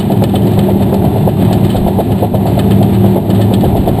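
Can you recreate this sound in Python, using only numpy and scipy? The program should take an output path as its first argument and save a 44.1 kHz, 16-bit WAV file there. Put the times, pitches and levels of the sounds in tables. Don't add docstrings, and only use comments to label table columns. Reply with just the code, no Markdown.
import sys
import numpy as np
from scipy import signal
from scipy.fft import rfft, irfft
from scipy.io import wavfile
from scipy.ndimage import uniform_filter1d, minimum_filter1d

SR = 44100
rng = np.random.default_rng(int(sys.argv[2]) if len(sys.argv) > 2 else 0)


def store_wav(level_fs):
    pcm = np.round(np.clip(np.atleast_2d(level_fs), -1, 1) * 32767)
    wavfile.write(sys.argv[1], SR, pcm.T.astype(np.int16))


N = 176400

# start in seconds, relative level in dB.
LINK_KNOCKS = [(0.098, -11), (0.219, -9), (0.337, -12), (0.451, -14.5), (0.573, -12.5), (0.684, -10),
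               (0.806, -15.5), (0.924, -9), (1.04, -12.5), (1.157, -12), (1.272, -8), (1.4, -18),
               (1.508, -12), (1.631, -24), (1.745, -12), (1.862, -8.5), (1.985, -8.5), (2.104, -15.5),
               (2.223, -9), (2.337, -10), (2.455, -10.5), (2.572, -12), (2.703, -17), (2.811, -12),
               (2.918, -28.5), (3.04, -12), (3.158, -8), (3.289, -20), (3.391, -13), (3.509, -15),
               (3.634, -10), (3.749, -9), (3.87, -9.5), (3.985, -15)]


def engine_drone(t, level_db=-16.5, db_per_load_db=1.57):
    # time in seconds, frequency of the strongest tone in Hz.
    speed = [(0.0, 197.5), (0.08, 196), (1.2, 195.3), (1.36, 193.3), (2.05, 193.1), (2.6, 194.5),
             (3.4, 192.7), (3.87, 196.3), (4.0, 195.6)]
    # multiple of that frequency, relative level in dB, waver in dB, phase wobble in radians.
    partials = [(.5535, -2.5, 2, 0.43), (1, -0.5, 2, .25), (.777, -11.5, 3, 1), (1.168, -11.5, 2, 0.9),
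                (1.84, -10.5, 2.5, 0.85)]
    phase = 2 * np.pi * np.cumsum(curve(t, speed)) / SR
    tones = 0
    for ratio, db, waver_db, wobble in partials:
        amplitude = np.sqrt(2) * undb(db + waver_db * walk(14))
        tones += amplitude * np.sin(ratio * phase + rng.uniform(0, 2 * np.pi) + wobble * walk(18))
    return tones * undb(level_db + db_per_load_db * engine_load(t))


def engine_roar(t, level_db=-14, db_per_load_db=0.51, flutter_db=0.9):
    # frequency in Hz, relative spectral density in dB.
    spectrum = [(15, -28), (40, -17.5), (58, -10), (78, -0.5), (150, 2.5), (215, -2), (310, -2.5),
                (430, -6), (480, -19.5), (570, -12), (760, -11.5), (950, -19), (1150, -38), (2000, -48.5)]
    noise = unit(colour(rng.standard_normal(N), spectrum))
    return noise * undb(level_db + db_per_load_db * engine_load(t) + flutter_db * walk(24.825))


def engine_load(t):
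    # time in seconds, relative level of the engine under load in dB.
    levels = [(0.0, -12.5), (0.13, -11.5), (0.41, -12), (0.6, -9), (1.0, -12.5), (1.02, -10), (1.29, -11.5),
              (1.35, -18.5), (1.4, -8.5), (1.99, -12), (2.23, -9.5), (2.31, -19.5), (2.34, -12), (3.13, -9),
              (3.2, -15.5), (3.38, -9), (3.98, -12.5), (4.0, -12.5)]
    load = curve(t, levels)
    return load - load.mean()


def chain_knocks(level_db=-0.4, flurry_s=0.0081, rebound_s=0.017, rebound_db=-6, detune=0.023):
    # mode frequency in Hz, time to decay by 60 dB in seconds, relative level in dB.
    boom_modes = [(261, 0.067, -11.5), (404, 0.026, 0.5), (548, 0.042, 1.5), (631, 0.036, -4.5),
                  (678, 0.048, 2), (764, 0.032, -2.5), (887, 0.035, -6.5), (987, .03, -12.5)]
    # frequency in Hz, gain in dB.
    muffling = [(850, -1), (1000, -6), (1200, -15.5), (2500, -31)]
    strikes = [(start, db, flurry_s) for start, db in LINK_KNOCKS]
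    rebounds = [(start + rebound_s, db + rebound_db, flurry_s) for start, db in LINK_KNOCKS]
    ringing = blows(strikes, boom_modes, detune) + blows(rebounds, boom_modes, detune)
    return undb(level_db) * colour(ringing, muffling)


def steel_clinks(level_db=-3.5):
    # start in seconds, relative level in dB, time constant of the flurry in seconds.
    clinks = [(0.001, -23.5, 0.0072), (0.119, -27, 0.0071), (0.173, -34.5, 0.0058), (0.238, -18, 0.0043),
              (0.292, -30, 0.0094), (0.353, -18.5, 0.0084), (0.417, -32, 0.027), (0.468, -31, 0.014),
              (0.533, -30, 0.011), (0.589, -20.5, 0.0043), (0.822, -29, 0.0086), (0.941, -24.5, 0.0036),
              (1.049, -35, 0.012), (1.414, -36, 0.0071), (1.448, -33, 0.009), (1.527, -19.5, 0.01),
              (1.646, -26.5, 0.0089), (1.69, -32, 0.017), (1.699, -22.5, 0.02), (1.765, -24.5, 0.0082),
              (1.873, -29.5, 0.017), (1.988, -33.5, 0.02), (2.118, -29, 0.0073), (2.347, -30, 0.017),
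              (2.464, -28.5, 0.029), (2.59, -18.5, 0.0066), (2.708, -23, 0.01), (2.827, -22, 0.008),
              (2.947, -30, 0.008), (3.3, -23.5, 0.011), (3.346, -28, 0.03), (3.412, -23.5, 0.019),
              (3.537, -17.5, 0.0075), (3.607, -27, 0.013), (3.641, -27.5, 0.011), (3.766, -31, 0.014),
              (3.879, -29, 0.01)]
    # mode frequency in Hz, time to decay by 60 dB in seconds, relative level in dB.
    steel_modes = [(1270, 0.031, -2.5), (1764, 0.055, -2.5), (2125, 0.008, -9.5), (2540, 0.062, -7.5),
                   (3058, 0.031, 3.5), (3443, 0.012, 0), (3730, 0.01, -3.5), (4380, 0.0043, 1)]
    return undb(level_db) * blows(clinks, steel_modes, detune=0.012)


def blows(events, modes, detune, attack_s=0.0009, spread_db=2.5):
    t = np.arange(int(0.12 * SR)) / SR
    out = np.zeros(N + len(t))
    for start, db, flurry_s in events:
        noise = rng.standard_normal((len(modes), SR // 4))[:, :len(t)]
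        contacts = noise * (1 - np.exp(-t / attack_s)) * np.exp(-t / flurry_s)
        spot = rng.standard_normal((len(modes), 2))
        ring = 0
        for contact, (hz, t60, mode_db), (shift, weight) in zip(contacts, modes, spot):
            mode = np.sin(2 * np.pi * hz * (1 + detune * shift) * t) * np.exp(-np.log(1000) * t / t60)
            response = unit(signal.fftconvolve(contact, mode)[:len(t)])
            ring += undb(mode_db + spread_db * weight) * response
        peak_rms = np.sqrt(uniform_filter1d(ring ** 2, int(0.014 * SR)).max())
        onset = min(int(start * SR), N)
        out[onset:onset + len(t)] += undb(db) * ring / peak_rms
    return out[:N]


def grit_rattle(t, level_db=-35, db_per_load_db=0.58, ticks_per_s=6000, timbres=12, decay_s=0.0039):
    # frequency in Hz, relative spectral density in dB.
    spectrum = [(700, 2.5), (1100, 2.5), (1350, 1), (1520, -3.5), (1750, 0.5), (2300, 0), (3200, 1),
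                (3900, -0.5), (4600, -7), (5500, -20)]
    ticks = 0
    for _ in range(timbres):
        hits = (rng.random(N) < ticks_per_s / timbres / SR) * rng.choice([-1, 1], N)
        strength = undb(2 * rng.exponential(size=N))
        tail = rng.standard_normal(2048) * np.exp(-t[:2048] / decay_s)
        ticks += signal.oaconvolve(hits * strength, tail)[:N]
    lag_s, width_s = 0.021, 0.011
    surge = sum(np.exp(-((t - start - lag_s) / width_s) ** 2) for start, _ in LINK_KNOCKS)
    gain = undb(level_db + db_per_load_db * engine_load(t) + 1.1 * walk(18))
    return unit(colour(ticks, spectrum)) * (1 + 0.62 * surge) * gain


def deep_rumble(t):
    # frequency in Hz, relative spectral density in dB.
    spectrum = [(10, -15.5), (25, -7), (50, -0.5), (90, -10), (400, -83)]
    # time in seconds, level in dB.
    envelope = [(0, -70), (1.7, -31), (1.82, -16), (1.92, -44), (3.45, -39), (3.7, -26), (3.83, -18.5),
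                (4, -27)]
    return unit(colour(rng.standard_normal(N), spectrum)) * undb(curve(t, envelope))


def undb(db):
    return 10 ** (np.asarray(db) / 20)


def unit(x):
    return x / np.sqrt(np.mean(x ** 2))


def curve(t, points):
    return np.interp(t, *np.array(points).T)


def colour(x, points):
    hz, db = np.array(points).T
    f = np.maximum(np.fft.rfftfreq(N, 1 / SR), 1)
    return irfft(rfft(x) * undb(np.interp(np.log(f), np.log(hz), db)), N)


def walk(steps_per_s):
    span = int(SR / steps_per_s)
    steps = np.repeat(rng.standard_normal(N // span + 1), span)
    return unit(uniform_filter1d(uniform_filter1d(steps, span), span)[:N])


def scene():
    t = np.arange(N) / SR
    engine = engine_drone(t) + engine_roar(t) + deep_rumble(t)
    digging = chain_knocks() + steel_clinks() + grit_rattle(t)
    return np.tile(engine + digging, (2, 1))


def record(dry, ceiling=1.29, limiter_s=0.004, hold_hz=12000, top_hz=15250):
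    # frequency in Hz, gain in dB.
    input_band = [(10, 2), (4000, 1), (4800, -3), (5400, -3.5), (5900, -10.5), (6600, -51)]
    mono = colour(dry.mean(axis=0), input_band)
    span = int(limiter_s * SR)
    needed_gain = ceiling / np.maximum(np.abs(mono), ceiling)
    limited = mono * uniform_filter1d(minimum_filter1d(needed_gain, span), span)
    sampled = limited * (1 + 2 * np.cos(2 * np.pi * hold_hz * np.arange(N) / SR))
    hold_droop = np.sinc(np.fft.rfftfreq(N, 1 / SR) / hold_hz)
    held = irfft(rfft(sampled) * hold_droop, N)
    lowpass = signal.ellip(8, 0.1, 60, top_hz, fs=SR, output="sos")
    return np.tile(signal.sosfiltfilt(lowpass, np.clip(held, -1, 1)), (2, 1))


dry = scene()
out = record(dry)
store_wav(out)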